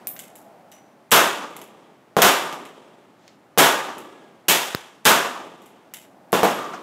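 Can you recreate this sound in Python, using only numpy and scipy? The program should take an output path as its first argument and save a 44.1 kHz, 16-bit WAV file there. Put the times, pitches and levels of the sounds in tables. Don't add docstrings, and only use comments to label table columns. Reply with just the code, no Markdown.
import sys
import numpy as np
from scipy import signal
from scipy.fft import rfft, irfft
from scipy.io import wavfile
from scipy.ndimage import uniform_filter1d

SR = 44100
rng = np.random.default_rng(int(sys.argv[2]) if len(sys.argv) > 2 else 0)


def materialize(psi):
    bounded = np.clip(np.atleast_2d(psi).T, -1, 1)
    quanta = np.round(bounded * 32767).astype(np.int16)
    wavfile.write(sys.argv[1], SR, quanta)


N = 300762
TIME = np.arange(N) / SR
AGE = TIME[:int(1.6 * SR)]

# frequency in Hz, density in dB.
CRACK_SPECTRUM = [(30, -13.5), (90, -4), (200, -0.5), (1200, -6), (3300, 2.5), (4500, -3.5), (7500, -2.5),
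                  (9800, -6), (12000, 0), (15000, -5.5)]


def from_db(db):
    return 10 ** (np.asarray(db) / 20)


def at_hz(points, hz):
    point_hz, value = np.transpose(points)
    return np.interp(np.log(np.maximum(hz, 1)), np.log(point_hz), value)


def fade(t60, start=0):
    return np.exp(-np.log(1000) * np.maximum(AGE - start, 0) / t60) * (AGE >= start)


def swell(rise_s):
    return 1 - np.exp(-AGE / rise_s)


def hump(t, peak_s, width_s):
    return np.exp(-((t - peak_s) / width_s) ** 2)


def lumps(depth_db, lump_s):
    slow = uniform_filter1d(rng.standard_normal(len(AGE)), int(lump_s * SR))
    gain = from_db(depth_db * slow / slow.std())
    return gain / np.sqrt(np.mean(gain ** 2))


def add(track, start_s, sound):
    i = round(start_s * SR)
    track[i:i + len(sound)] += sound[:len(track) - i]


def noise(spectrum, tilt_db=0, size=len(AGE), resonances=()):
    hz = np.fft.rfftfreq(size, 1 / SR)
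    slope = max(tilt_db, -6) * np.log2(np.maximum(hz, 200))
    lift = sum(db / (1 + (2 * (hz - centre) / width) ** 2) for centre, width, db in resonances)
    x = irfft(rfft(rng.standard_normal(size)) * from_db(at_hz(spectrum, hz) + slope + lift), size)
    return x / x.std()


def struck(modes, wave=np.sin):
    return sum(from_db(db) * wave(2 * np.pi * hz * AGE) * fade(t60) for hz, db, t60 in modes)


def under_roof(x, length):
    # frequency in Hz, t60 in seconds.
    roof_decay = [(60, 0.5), (200, 0.51), (600, 0.74), (1300, 0.71), (3200, 0.66), (7000, 0.62),
                  (14000, 0.49)]
    hz, spectrum = np.fft.rfftfreq(len(x), 1 / SR), rfft(x)
    centres, t60s = np.transpose(roof_decay)
    shares = [at_hz(np.c_[centres, one], hz) for one in np.eye(len(centres))]
    return sum(irfft(spectrum * share, len(x)) * fade(t60 * length) for share, t60 in zip(shares, t60s))


def rifle_shots():
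    # start in seconds, load in dB, sharpness from 0 (dull boom) to 1 (tearing crack).
    shots = [(1.1155, 0, 0.96), (2.1674, 0.2, 0.01), (2.2184, -0.58, 0.92), (3.5762, -1.5, 0.2),
             (3.5817, 0, 0.93), (4.4831, -6.5, 0.91), (5.0530, -0.18, 0.92), (6.3296, -0.1, 0.073),
             (6.432, 0.5, 0.01)]
    out = np.zeros(N)
    for start_s, load_db, sharpness in shots:
        boom_db = np.interp(sharpness, (0, 1), (1.5, -20)) + 0.15 * load_db
        crack_db = np.interp(sharpness, (0, 1), (-28.5, -8.5)) + 0.24 * load_db
        roar_db = np.interp(sharpness, (0, 1), (-18.5, -4.5)) + load_db
        roll_db = np.interp(sharpness, (0, 1), (-23.5, -21.5)) + 2.6 * load_db
        crack = noise(CRACK_SPECTRUM) * fade(t60=0.32) * lumps(depth_db=2.5, lump_s=0.0018)
        add(out, start_s, from_db(crack_db) * crack)
        add(out, start_s, from_db(roar_db) * roof_roar(load_db, sharpness))
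        add(out, start_s, from_db(boom_db) * muzzle_boom())
        add(out, start_s, from_db(roll_db) * earth_banks())
    return out


def muzzle_boom(bounce_s=0.0044, loss_db=6.5, roof_echo_s=0.0208, roof_echo_db=-4):
    # frequency in Hz, level in dB, t60 in seconds.
    bay_modes = [(197, -19, 0.073), (466, -7, 0.027), (685, -7.5, 0.02), (1065, -13, 0.038),
                 (2700, -19, 0.0044)]
    # frequency in Hz, density in dB.
    box_spectrum = [(100, -30.5), (185, 0), (290, -4.5), (480, 1.5), (750, 1.5), (1120, -2), (1500, -23.5),
                    (3000, -44.5)]
    pulse = struck(bay_modes, np.cos)
    dulled = signal.sosfilt(signal.butter(1, 2200, fs=SR, output="sos"), pulse)
    out = pulse + from_db(-16) * noise(box_spectrum) * fade(t60=0.41) * swell(rise_s=0.0021)
    for k in range(3):
        direct_gap_s, echo_gap_s = bounce_s * (1 + 0.04 * rng.normal(size=2))
        add(out, (k + 1) * direct_gap_s, from_db(-(k + 1) * loss_db) * dulled)
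        add(out, roof_echo_s + k * echo_gap_s, from_db(roof_echo_db - k * loss_db) * dulled)
    return out


def roof_roar(load_db, sharpness):
    # frequency in Hz, density in dB.
    roar_spectrum = [(30, -40.5), (85, -25.5), (160, -3), (300, -0.5), (600, 0.5), (1000, 2.5), (1550, 0),
                     (2200, -4), (3500, -2), (4300, -10.5), (7000, -9), (9800, -14.5), (12000, -11.5),
                     (15000, -21.5)]
    # centre in Hz, width in Hz, lift in dB.
    roof_resonances = [(173, 30, 0.5), (380, 63, 3.5), (690, 40, 2.5), (918, 23, 4), (1120, 25, -2),
                       (1210, 45, 1), (1477, 18, 2), (1470, 45, 2.5), (1650, 16, 4), (1680, 30, 2.5),
                       (1900, 61, 2.5), (2246, 23, 6), (2630, 20, 4), (2730, 42, 2), (3080, 51, 2)]
    bark_db = np.interp(sharpness, (0, 1), (0.6, 2.5)) + 0.85 * load_db
    tilt_db = np.interp(sharpness, (0, 1), (-1.38, 0.07)) - 0.15 * load_db
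    length = np.interp(sharpness, (0, 1), (0.96, 0.87)) - 0.016 * load_db
    blast = noise(roar_spectrum, tilt_db, resonances=[*roof_resonances, (1200, 950, bark_db)])
    build_up = swell(rise_s=0.011 * from_db(load_db))
    return under_roof(blast, length) * build_up * lumps(depth_db=0.83, lump_s=0.0074)


def earth_banks():
    # frequency in Hz, density in dB.
    roll_spectrum = [(50, -28), (100, -15), (170, 3), (355, 8), (440, 6), (700, 3.5), (940, 2.5),
                     (1200, -2.5), (1500, -10.5), (1950, -9), (3400, -10), (4400, -20.5), (8000, -22.5),
                     (15000, -40.5)]
    slap_spectrum = [(60, -37), (180, -8), (400, -15.5), (750, 8.5), (1250, 5), (1900, -4.5), (3500, -15.5),
                     (6000, -13), (15000, -54)]
    hollow_spectrum = [(700, -38), (1050, -10), (1170, 2.5), (1270, -5), (1400, -11.5), (2000, -39.5)]
    roll = noise(roll_spectrum) * fade(t60=1.417) * swell(rise_s=0.38)
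    slap = from_db(-11) * noise(slap_spectrum) * fade(t60=0.3, start=0.303)
    note = noise(hollow_spectrum, resonances=[(1215, 170, 2)])
    hollow = from_db(2.5) * note * fade(t60=0.72, start=0.15) * swell(rise_s=0.68)
    return (roll + slap + hollow) * lumps(depth_db=1.5, lump_s=0.012)


def lever_lock(start_s=0.0712, level_db=-8.5):
    # frequency in Hz, density in dB.
    lock_spectrum = [(300, -26), (3700, -21), (4700, -28), (9500, -14), (12500, -4), (13900, 0),
                     (14900, -2.5), (15600, -25)]
    tail = noise(lock_spectrum) * fade(t60=0.25) * lumps(depth_db=2, lump_s=0.002)
    snap = noise(lock_spectrum) * fade(t60=0.0043)
    out = np.zeros(N)
    add(out, start_s, from_db(level_db) * (snap + from_db(-17.5) * tail))
    return out


def action_clacks(contact_t60=0.011, rebound_s=0.005, rebound_db=-4.5, tail_db=-12):
    # start in seconds, level in dB, tilt in dB per octave.
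    clacks = [(0.164, -34, -3.5), (0.1918, -26.5, 0.5), (0.355, -34, 3.5), (0.717, -38, -3),
              (1.109, -27, 3.5), (1.5659, -33, -1), (1.6157, -35, -1.8), (2.5265, -30, -4.5),
              (2.653, -35, -8.5), (3.982, -35, -2), (5.0468, -35.5, 0), (5.6192, -47, -2.5),
              (5.6588, -42.5, -1.5), (5.938, -26, -1), (6.321, -26, 4)]
    # frequency in Hz, density in dB.
    steel_spectrum = [(100, -34), (600, -13), (1300, -6), (2100, 2.5), (3100, 4), (4400, -4), (7500, 5.5),
                      (9500, 0.5), (11500, 6), (15000, 0)]
    # centre in Hz, width in Hz, lift in dB.
    action_resonances = [(1540, 110, 8.5), (2070, 150, 7), (2960, 220, 6), (3720, 200, 5.5),
                         (7620, 480, 2.5), (11000, 330, 5), (11700, 740, 3)]
    out = np.zeros(N)
    strikes = fade(contact_t60) + from_db(rebound_db) * fade(contact_t60, rebound_s)
    for start_s, db, tilt_db in clacks:
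        contact = noise(steel_spectrum, tilt_db, resonances=action_resonances) * strikes
        tail = under_roof(noise(steel_spectrum, tilt_db, resonances=action_resonances), length=0.55)
        tail *= swell(rise_s=0.0023) * lumps(depth_db=2.6, lump_s=0.0033)
        add(out, start_s, from_db(db) * (contact + from_db(tail_db) * tail))
    return out


def close_pop(start_s=4.7483, snap_delay_s=0.00062, snap_db=-7):
    # frequency in Hz, level in dB, t60 in seconds.
    knock_modes = [(155, -13, 0.0085), (450, -11.5, 0.0076), (1340, -3, 0.003), (2970, -17, 0.0023)]
    snap = noise(CRACK_SPECTRUM, tilt_db=-1.2) * fade(t60=0.0022)
    out = np.zeros(N)
    add(out, start_s, struck(knock_modes))
    add(out, start_s + snap_delay_s, from_db(snap_db) * snap)
    return out


def stock_rub(knock_s=3.279, level_db=-42):
    # frequency in Hz, density in dB.
    rub_spectrum = [(500, -16.5), (2000, 1), (3500, 2), (7500, -5), (9500, -29), (15000, -33)]
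    out = from_db(-21) * noise(rub_spectrum, size=N) * hump(TIME, knock_s, width_s=0.086)
    knock = noise(rub_spectrum) * (fade(t60=0.013) + from_db(-13) * fade(t60=0.17))
    add(out, knock_s, knock)
    return from_db(level_db) * out


def metal_pings(flutter_s=0.007):
    # start in seconds, pitch in Hz, level in dB, t60 in seconds.
    pings = [(0.192, 8205, -55, 0.32), (0.719, 5932, -58.5, 0.5), (6.545, 11570, -44, 0.15)]
    out = np.zeros(N)
    for start_s, hz, db, t60 in pings:
        echoes = uniform_filter1d(rng.standard_normal((2, len(AGE))), int(flutter_s * SR))
        in_phase, quadrature = echoes / echoes.std()
        phase = 2 * np.pi * hz * AGE
        ring = (1 + in_phase) * np.sin(phase) + quadrature * np.cos(phase)
        add(out, start_s, from_db(db) * ring * fade(t60))
    return out


def ricochet(start_s=3.88, level_db=-57.5, start_hz=1760, sag_hz_per_s=290):
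    whine = np.sin(2 * np.pi * np.cumsum(start_hz - sag_hz_per_s * AGE) / SR)
    envelope = hump(AGE, peak_s=0.27, width_s=0.19) * lumps(depth_db=2.6, lump_s=0.015)
    out = np.zeros(N)
    add(out, start_s, from_db(level_db) * whine * envelope)
    return out


def open_air(air_db=-54.5, roll_db=-48.5, roll_t60=3.0):
    # frequency in Hz, density in dB.
    air_spectrum = [(18, -72), (30, -26), (109, -8.5), (303, -3), (336, -3.5), (461, -9), (649, -4.5),
                    (702, -9), (844, -6.5), (962, -10.5), (1190, -11.5), (4080, -27.5), (5740, -30),
                    (14800, -37), (16000, -40.5)]
    earlier_roll = from_db(roll_db - 60 * TIME / roll_t60)
    return noise(air_spectrum, tilt_db=-0.45, size=N) * np.hypot(from_db(air_db), earlier_roll)


def far_drone():
    # frequency in Hz, density in dB.
    drone_spectrum = [(60, -36.5), (150, -5.5), (215, 2.5), (300, -12), (450, -6.5), (660, 2), (790, 0.5),
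                      (1000, -12.5), (1600, -20), (4000, -35.5)]
    # peak time in seconds, level in dB, half width in seconds.
    swells = [(0.35, -51, 0.6), (6.8, -51, 0.86)]
    envelope = sum(from_db(db) * hump(TIME, peak_s, width_s) for peak_s, db, width_s in swells)
    return noise(drone_spectrum, size=N) * envelope


def scene():
    mix = rifle_shots() + action_clacks() + stock_rub() + metal_pings() + ricochet() + close_pop()
    return (mix + open_air() + far_drone() + lever_lock())[None]


def limiter(x, limit_db=-8.5, window_s=0.0044, release_db_per_s=150):
    power = uniform_filter1d(x ** 2, int(window_s * SR))
    over_db = np.maximum(10 * np.log10(np.maximum(power, 1e-12)) - limit_db, 0)
    recovery_db = release_db_per_s * TIME
    held_db = np.maximum.accumulate(over_db + recovery_db, axis=-1) - recovery_db
    return x * from_db(-held_db)


def record(dry, bass_cut_hz=112, ceiling=0.76, top_cut_hz=15600):
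    thinned = signal.sosfilt(signal.butter(3, bass_cut_hz, "high", fs=SR, output="sos"), dry)
    limited = limiter(thinned)
    rounded = limited / (1 + (limited / ceiling) ** 4) ** (1 / 4)
    return signal.sosfilt(signal.ellip(10, .2, 70, top_cut_hz, fs=SR, output="sos"), rounded)


dry = scene()
out = record(dry)
materialize(out)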